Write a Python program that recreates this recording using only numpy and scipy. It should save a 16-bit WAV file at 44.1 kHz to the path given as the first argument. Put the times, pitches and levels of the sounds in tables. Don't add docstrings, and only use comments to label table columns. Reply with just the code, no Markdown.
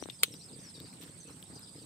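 import sys
import numpy as np
from scipy import signal
from scipy.fft import rfft, irfft
from scipy.io import wavfile
from scipy.ndimage import uniform_filter1d

SR = 44100
rng = np.random.default_rng(int(sys.argv[2]) if len(sys.argv) > 2 else 0)


def gain_from_db(level_db):
    decades = np.asarray(level_db, float) / 20
    return 10 ** decades


def inscribe(sig):
    pcm = np.round(np.clip(np.atleast_2d(sig).T, -1, 1) * 32767)
    wavfile.write(sys.argv[1], SR, pcm.astype(np.int16))


N = 81585

# freq_hz, density_db (per Hz)
WASH_SPECTRUM = [(30, -22), (60, -14), (110, 1), (300, -7), (600, -18), (2200, -25), (4200, -21),
                 (6500, -33), (15000, -35)]
# freq_hz, coherence (0-1)
WASH_COHERENCE = [(60, 1), (250, 0.78), (640, 0.46), (1500, 0.0087), (15000, 0.078)]
# freq_hz, difference_db
WASH_BALANCE = [(100, 0.82), (1000, 2), (4400, 4.3), (7000, 5)]
# freq_hz, depth_db
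WASH_PATCHES = [(100, 1), (500, 3.4), (2000, 3.5)]
# freq_hz, level_db
ENGINE_HUM = [
    (118, -66),
    (173, -63),
]
# start_s, length_s, from_hz, to_hz, level_db
BIRD_NOTES = [(0, 0.0051, 5450, 4720, -45.5), (0.013, 0.026, 5750, 5900, -47),
              (0.118, 0.05, 5560, 5070, -56.5), (0.188, 0.013, 4910, 4920, -51),
              (0.25, 0.029, 5850, 6450, -50.5), (0.319, 0.018, 5800, 5100, -47),
              (0.343, 0.026, 5260, 4550, -52), (0.354, 0.02, 5630, 6100, -51.5),
              (0.392, 0.044, 5500, 5790, -55.5), (0.408, 0.031, 3800, 5520, -53),
              (0.439, 0.022, 5410, 4950, -49.5), (0.486, 0.017, 4650, 3550, -51.5),
              (0.527, 0.024, 5200, 4600, -52.5), (0.633, 0.025, 6220, 5570, -53),
              (0.658, 0.051, 5460, 5000, -51.5), (0.736, 0.027, 5140, 4300, -51.5),
              (0.742, 0.038, 4110, 3470, -53), (0.84, 0.034, 4740, 4650, -51),
              (.588, 0.013, 6140, 5450, -55), (0.589, 0.023, 5100, 4670, -59),
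              (0.6, .022, 6000, 6500, -59), (.645, 0.035, 4700, 4480, -60),
              (0.695, 0.02, 4380, 3970, -57.5), (0.774, 0.013, 4620, 4560, -51.5),
              (0.748, 0.032, 5630, 5400, -56.5), (.79, 0.017, 3636, 3960, -54),
              (0.807, 0.013, 4430, 5000, -50.5), (0.825, 0.017, 5270, 5440, -59),
              (0.889, 0.023, 5000, 5200, -56),
              (1.199, .02, 6550, 5870, -50), (1.22, 0.011, 6400, 5640, -74),
                   (1.275, 0.016, 6100, 5800, -54), (1.246, 0.052, 2650, 2470, -65.5),
                   (1.298, 0.045, 4700, 6300, -59), (1.378, 0.021, 5200, 4860, -79),
                   (1.453, 0.013, 3640, 3770, -58), (1.53, 0.012, 5420, 4530, -54.5),
                   (1.553, 0.031, 5150, 4720, -49.5), (1.554, 0.013, 6450, 5880, -54),
                   (1.622, 0.031, 5310, 4580, -49.5), (1.672, 0.034, 5200, 4530, -53),
                   (1.72, 0.03, 5000, 4650, -57.5), (1.758, 0.023, 5230, 4960, -53.5),
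                   (1.785, 0.022, 5200, 4540, -50.5), (1.824, 0.01, 4740, 4330, -53)]
# start_s, peak_db
ENGINE_BEATS = [(0.278, -42), (0.305, -40.5), (0.336, -40.5), (0.495, -45.5), (0.53, -42), (0.56, -40.5),
                (0.588, -42.5), (0.66, -50), (0.75, -45.5), (0.776, -40), (0.805, -40.5), (0.841, -40.5),
                (1.002, -42), (1.03, -41), (1.058, -44.5), (1.093, -41), (1.166, -54), (1.25, -43),
                (1.277, -41.5), (1.303, -43.5), (1.34, -44.5), (1.423, -48), (1.499, -42.5), (1.529, -44),
                (1.56, -43), (1.753, -41.5), (1.78, -40.5), (1.815, -41.5)]
# freq_hz, level_db, t60_s
PIPE_MODES = [
    (182, 3, 0.029),
    (289, 3, 0.033),
    (448, -2, 0.036),
]
# start_s, length_s, level_db, centre_hz
GRASS_RUSTLES = [
    (1.014, .042, -50.5, 3500),
    (1.045, .065, -60, 1500),
    (.62, .05, -64, 2000),
    (1.275, .07, -60, 1100),
    (.338, .025, -60, 900),
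    (1.427, .025, -61, 900),
    (.928, .02, -60, 1800),
    (1.628, .008, -58, 1200),
]
# start_s, peak_db
WOOD_KNOCKS = [
    (0.0254, -25),
    (0.058, -31.5),
    (0.0877, -31.5),
]
# start_s, body_peak_db, edge_peak_db, ring_t60_s, body_pitch_hz
TWIG_CRACKS = [(0.038, -37, -72, 0.0074, 3450), (0.098, -37, -70, 0.012, 3020),
               (0.0992, -32, -70, 0.043, 3430), (0.1094, -50, -51, 0.0088, 3600),
               (0.3392, -42.5, -50, 0.042, 3620), (0.8017, -38.5, -45.5, 0.0038, 3770),
               (0.8573, -50, -73, 0.016, 3570), (0.9286, -51.5, -55, 0.0096, 2250),
               (1.0123, -47.5, -47, 0.011, 3370), (1.0275, -51, -49, 0.0077, 3370),
               (1.034, -57, -48, 0.0079, 4150), (1.419, -63, -55, .008, 3500),
               (1.4272, -39, -45, 0.0037, 3170), (1.5022, -57.5, -65, 0.0072, 1780),
               (1.5937, -53.5, -46, 0.011, 2240), (1.6297, -55, -64, 0.0031, 1580)]
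# freq_hz, density_db (per Hz)
POP_LEFT_COLOUR = [(250, -14), (900, -12), (2200, -3.5), (3600, 10), (6200, -16), (8800, 5), (12000, -3),
                   (15500, 6)]
# freq_hz, density_db (per Hz)
POP_RIGHT_COLOUR = [(300, -23), (1000, -6.5), (2200, -3.5), (3300, 2.5), (6200, -7), (8800, -1), (12000, 5),
                    (15500, -15)]
# freq_hz, factor
POP_DECAY = [(400, 1.3), (3300, 1), (8000, .8), (14000, .7)]
# freq_hz, width_hz, level_db
TWIG_MODES = [(1335, 140, -3.5), (2220, 90, 1.5), (3400, 39, -30), (3930, 24, -3), (4270, 35, -1.5),
              (5000, 32, -21), (7040, 35, -2.5), (7970, 160, 11.5), (8060, 21, -12), (8840, 140, -4),
              (10310, 16, -29), (11020, 19, -8), (10900, 68, -13), (12700, 28, -14)]

WASH_DB = -55.5
CICADA_HZ, CICADA_WIDTH_HZ, CICADA_DB, CICADA_LEFT_DB = 8184, 1640, -52.5, -13
CLICKS_PER_S, CLICK_JITTER, CHORUS_DB = 240, 0.021, 8
THROBS_PER_S, THROB_DB, THROB_START_TURNS = 16.2, 1.2, 0.94
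DRUM_SWEEP_HZ, DRUM_WIDTH_HZ, DRUM_DB = 220, 330, -1
BIRD_RIGHT_DB, BIRD_WOBBLE, BIRD_RASP_DB = -7, 0.019, 3.2
TREE_ECHO_DB, TREE_ECHO_T60_S = -4, 0.11
FLOCK_COUNT, FLOCK_LOW_HZ, FLOCK_HIGH_HZ, FLOCK_DB = 130, 3600, 5900, -64
BEAT_RISE_S, BEAT_LAG_S, BEAT_DB = 0.0023, 0.0018, -1
SNAPS_PER_S, SNAP_AIR_DB = 3500, -9
KNOCK_HZ, KNOCK_T60_S, KNOCK_PUSH_S = 272, 0.023, 0.00039
KNOCK_PUSH_DB, KNOCK_RIGHT_DB = 1.5, -18
BODY_HZ, BODY_WIDTH_HZ = 3500, 2300
EDGE_HZ, EDGE_WIDTH_HZ, EDGE_UP_DB = 12500, 5000, 4
RING_DB, CRACK_PAN_DB, SPLIT_SHARE = -7, 6, 0.35
TICKS_PER_S, TICKS_DB, TICKS_SPREAD_DB = 25, -64, 3
POP_S, POP_DB, POP_T60_S, POP_SNAP_DB = 0.2332, -16.5, 0.031, 2
POP_BOUNCE_S, POP_BOUNCE_DB = 0.00093, -4
POP_TAIL_DB, POP_TAIL_TILT_DB, POP_TAIL_T60_S = -27, -5, 0.39
THUD_HZ, THUD_DB = 425, -12
TWIG_MODES_DB, POP_LEFT_LAG_S = -14.5 + 7.5, 0.00031
HISS_LEAD_S, HISS_DB = 0.0052, -30 + 10
LOW_CUT_HZ, TOP_HZ = 75, 15400


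def evened(x):
    return x / np.sqrt(np.mean(x ** 2) + 1e-20)


def peaked(x):
    return x / abs(x).max()


def read(points, hz):
    f, value = np.transpose(points)
    return np.interp(np.log(hz + 1), np.log(f + 1), value)


def add(mix, start_s, sound):
    part = mix[..., max(round(start_s * SR), 0):][..., :sound.shape[-1]]
    part += sound[..., :part.shape[-1]]


def resonate(x, hz, width):
    turn = np.exp(2j * np.pi * np.cumsum(hz * np.ones(x.shape[-1])) / SR)
    r = np.exp(-np.pi * width / SR)
    return 2 * (turn * signal.lfilter([1 - r], [1, -r], x / turn)).real


def wash():
    frames, hz = N // 256 + 5, np.fft.rfftfreq(1024, 1 / SR)
    a, b, c, d, patches = rng.standard_normal((frames, 513, 5)).T
    patches = uniform_filter1d(patches, size=20, axis=0)
    patches = evened(uniform_filter1d(patches, size=8, axis=1))
    same = np.clip(read(WASH_COHERENCE, hz), -1, 1)[:, None]
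    pan = read(WASH_BALANCE, hz)[:, None] / 2
    left = a + 1j * b
    right = same * left + np.sqrt(1 - same ** 2) * (c + 1j * d)
    z = np.array([left * gain_from_db(pan), right * gain_from_db(-pan)])
    z *= gain_from_db(read(WASH_SPECTRUM, hz)[:, None] + read(WASH_PATCHES, hz)[:, None] * patches)
    return gain_from_db(WASH_DB) * evened(signal.istft(z, nperseg=1024, noverlap=768)[1][:, :N])


def hum():
    return sum(gain_from_db(db) * evened(resonate(rng.standard_normal(N), hz, 14.4)) for hz, db in ENGINE_HUM)


def cicada():
    t = np.arange(N) / SR
    jitter = evened(uniform_filter1d(rng.standard_normal(N), size=400))
    turns = np.cumsum(CLICKS_PER_S * (1 + CLICK_JITTER * jitter)) / SR
    clicks = np.diff(np.floor(turns), prepend=0) * gain_from_db(3 * rng.standard_normal(N))
    drive = evened(clicks) + gain_from_db(CHORUS_DB) * rng.standard_normal((2, N))
    swing = np.sin(2 * np.pi * (THROBS_PER_S * t + THROB_START_TURNS))
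    note = CICADA_HZ + 60 + DRUM_SWEEP_HZ * swing
    drum = resonate(resonate(drive, note, DRUM_WIDTH_HZ), note, 2 * DRUM_WIDTH_HZ)
    blur = resonate(resonate(drive, CICADA_HZ, CICADA_WIDTH_HZ), CICADA_HZ, 1570)
    song = evened(evened(blur) + gain_from_db(DRUM_DB) * evened(drum))
    return song * gain_from_db(THROB_DB * swing) * gain_from_db([[CICADA_DB + CICADA_LEFT_DB], [CICADA_DB]])


def birds():
    dry = np.zeros(N)
    wobble = evened(uniform_filter1d(rng.standard_normal(N), size=90))
    a, b, c, d, e = rng.random((FLOCK_COUNT, 5)).T
    pitch = FLOCK_LOW_HZ + (FLOCK_HIGH_HZ - FLOCK_LOW_HZ) * c
    glide_to = pitch * (0.92 + 0.1577 * d)
    flock = zip(a * N / SR, 0.0053 + 0.0186 * b, pitch, glide_to, FLOCK_DB + 8 * (e - 0.5))
    for s, length, from_hz, to_hz, db in [*BIRD_NOTES, *flock]:
        u = np.arange(0, length, 1 / SR) / length
        place = int(s * SR / 2)
        hz = (from_hz + (to_hz - from_hz) * u) * (1 + BIRD_WOBBLE * wobble[place:][:len(u)])
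        rasp_db = BIRD_RASP_DB * wobble[-place - 4000:][:len(u)]
        swell = np.sin(np.pi * u) ** 0.27
        add(dry, s, gain_from_db(db - 1.5 + rasp_db) * swell * np.sin(2 * np.pi * np.cumsum(hz) / SR))
    t = np.arange(SR // 2) / SR
    trees = rng.standard_normal((2, len(t))) * gain_from_db(-60 * t / TREE_ECHO_T60_S) * (t > 0.004)
    wet = signal.fftconvolve(dry[None], trees / np.linalg.norm(trees[0]), axes=1)[:, :N]
    return (dry + gain_from_db(TREE_ECHO_DB) * wet) * gain_from_db([[0], [BIRD_RIGHT_DB]])


def engine():
    out, t = np.zeros(N), np.arange(4000) / SR
    for s, db in ENGINE_BEATS:
        bend = rng.uniform(0.907, 1.02, len(PIPE_MODES))
        thump = sum(gain_from_db(d - 60 * t / t60) * np.sin(2 * np.pi * hz * k * t)
                    for (hz, d, t60), k in zip(PIPE_MODES, bend))
        add(out, s + BEAT_LAG_S, -gain_from_db(db + BEAT_DB) * thump * np.minimum(t / BEAT_RISE_S, 1))
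    return out * gain_from_db([[0.7], [-0.7]])


def rustles():
    out = np.zeros((2, N))
    for s, length, db, hz in GRASS_RUSTLES:
        snaps = rng.standard_normal((2, 8000)) * (rng.random(8000) < SNAPS_PER_S / SR)
        airy = evened(np.diff(snaps, prepend=0))
        sound = evened(resonate(snaps, hz, hz * 0.6)) + gain_from_db(SNAP_AIR_DB) * airy
        u = np.arange(8000) / SR / length
        add(out, s, gain_from_db(db) * sound * np.sin(np.pi * np.minimum(u, 1) ** 0.69))
    return out


def knocks():
    out, t = np.zeros(N), np.arange(2000) / SR
    u = t / KNOCK_PUSH_S
    push = u * (2 - u) * np.exp(1 - u)
    ring = np.sin(2 * np.pi * KNOCK_HZ * t + 3.25) * gain_from_db(-60 * t / KNOCK_T60_S) * np.minimum(u / 2, 1)
    tap = ring + gain_from_db(KNOCK_PUSH_DB) * push
    for s, db in WOOD_KNOCKS:
        add(out, s, gain_from_db(db - 2.0) * tap)
    return out * gain_from_db([[0], [KNOCK_RIGHT_DB]])


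def crack(body_db, edge_db, t60, hz):
    t, t60 = np.arange(1500) / SR, max(t60, 0.003)
    noise = rng.standard_normal(1500) + 0.4 * rng.standard_normal((2, 1500))
    noise = noise * np.minimum(t / 0.0001, 1)
    split = noise * gain_from_db(-60 * t / (SPLIT_SHARE * t60 + 0.002))
    width = BODY_WIDTH_HZ * hz / BODY_HZ
    wood = resonate(resonate(split, hz, width), hz, width)
    body = peaked(wood) + gain_from_db(RING_DB) * peaked(resonate(wood, 1.065 * hz, 2.2 / t60))
    edge = resonate(noise * gain_from_db(-60 * t / t60), EDGE_HZ, EDGE_WIDTH_HZ)
    edge = peaked(resonate(edge, EDGE_HZ, EDGE_WIDTH_HZ))
    pan = gain_from_db([[CRACK_PAN_DB / 2], [-CRACK_PAN_DB / 2]])
    return gain_from_db(body_db) * body * pan + gain_from_db(edge_db + EDGE_UP_DB) * edge


def pop():
    t, hz = np.arange(8192) / SR, np.fft.rfftfreq(8192, 1 / SR)
    colour_db = [read(POP_LEFT_COLOUR, hz), read(POP_RIGHT_COLOUR, hz)]
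    z = rfft(rng.standard_normal((2, 8192))) * gain_from_db(colour_db)
    z = z / np.std(irfft(z))
    late, burst = t - POP_BOUNCE_S, 0
    octave = np.clip(np.log2((hz + 1) / 400), 0, 5)
    for k in range(6):
        t60 = POP_T60_S * read(POP_DECAY, 400 * 2 ** k)
        shape = gain_from_db(-60 * t / t60)
        shape += (late > 0) * gain_from_db(POP_BOUNCE_DB - 60 * abs(late) / t60)
        shape += gain_from_db(POP_SNAP_DB - 60 * t / 0.004)
        shape += gain_from_db(POP_TAIL_DB + POP_TAIL_TILT_DB * abs(k - 3) - 60 * t / POP_TAIL_T60_S)
        burst = burst + irfft(z * np.maximum(1 - abs(octave - k), 0)) * shape
    thud = np.sin(2 * np.pi * THUD_HZ * t) * gain_from_db(THUD_DB - 60 * t / POP_T60_S) * gain_from_db([[0], [-8]])
    heard = np.maximum(t - np.array([[POP_LEFT_LAG_S], [0]]), 0)
    rings = 0
    for k, (f, width, db) in enumerate(TWIG_MODES):
        decay = np.exp(-np.pi * max(width, 65) * heard)
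        rings = rings + (-1) ** k * gain_from_db(db) * decay * np.sin(2 * np.pi * f * heard)
    return gain_from_db(POP_DB) * (burst + thud + gain_from_db(TWIG_MODES_DB) * rings)


def fire():
    out = np.zeros((2, N))
    for s, *settings in TWIG_CRACKS:
        add(out, s, crack(*settings))
    ticks = gain_from_db(TICKS_DB + TICKS_SPREAD_DB * np.minimum(rng.exponential(1, N), 3))
    ticks = ticks * (rng.random(N) < TICKS_PER_S / SR)
    out += signal.oaconvolve(ticks[None], crack(0, -6, 0.006, BODY_HZ), axes=1)[:, :N]
    add(out, POP_S, pop())
    lead = np.linspace(0.5, 1, round(HISS_LEAD_S * SR))
    hiss = lead * rng.standard_normal((2, len(lead)))
    add(out, POP_S - HISS_LEAD_S, gain_from_db(POP_DB + HISS_DB) * hiss)
    return out


def scene():
    return wash() + hum() + cicada() + birds() + engine() + rustles() + knocks() + fire()


def top_cut(x):
    return signal.sosfilt(signal.butter(12, 16470, fs=SR, output="sos"), x)


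def record(dry):
    cut = signal.sosfilt(signal.butter(2, LOW_CUT_HZ, "high", fs=SR, output="sos"), dry)
    cut = signal.sosfiltfilt(signal.butter(10, TOP_HZ, fs=SR, output="sos"), cut)
    return top_cut(cut)


dry = scene()
out = record(dry)
inscribe(out)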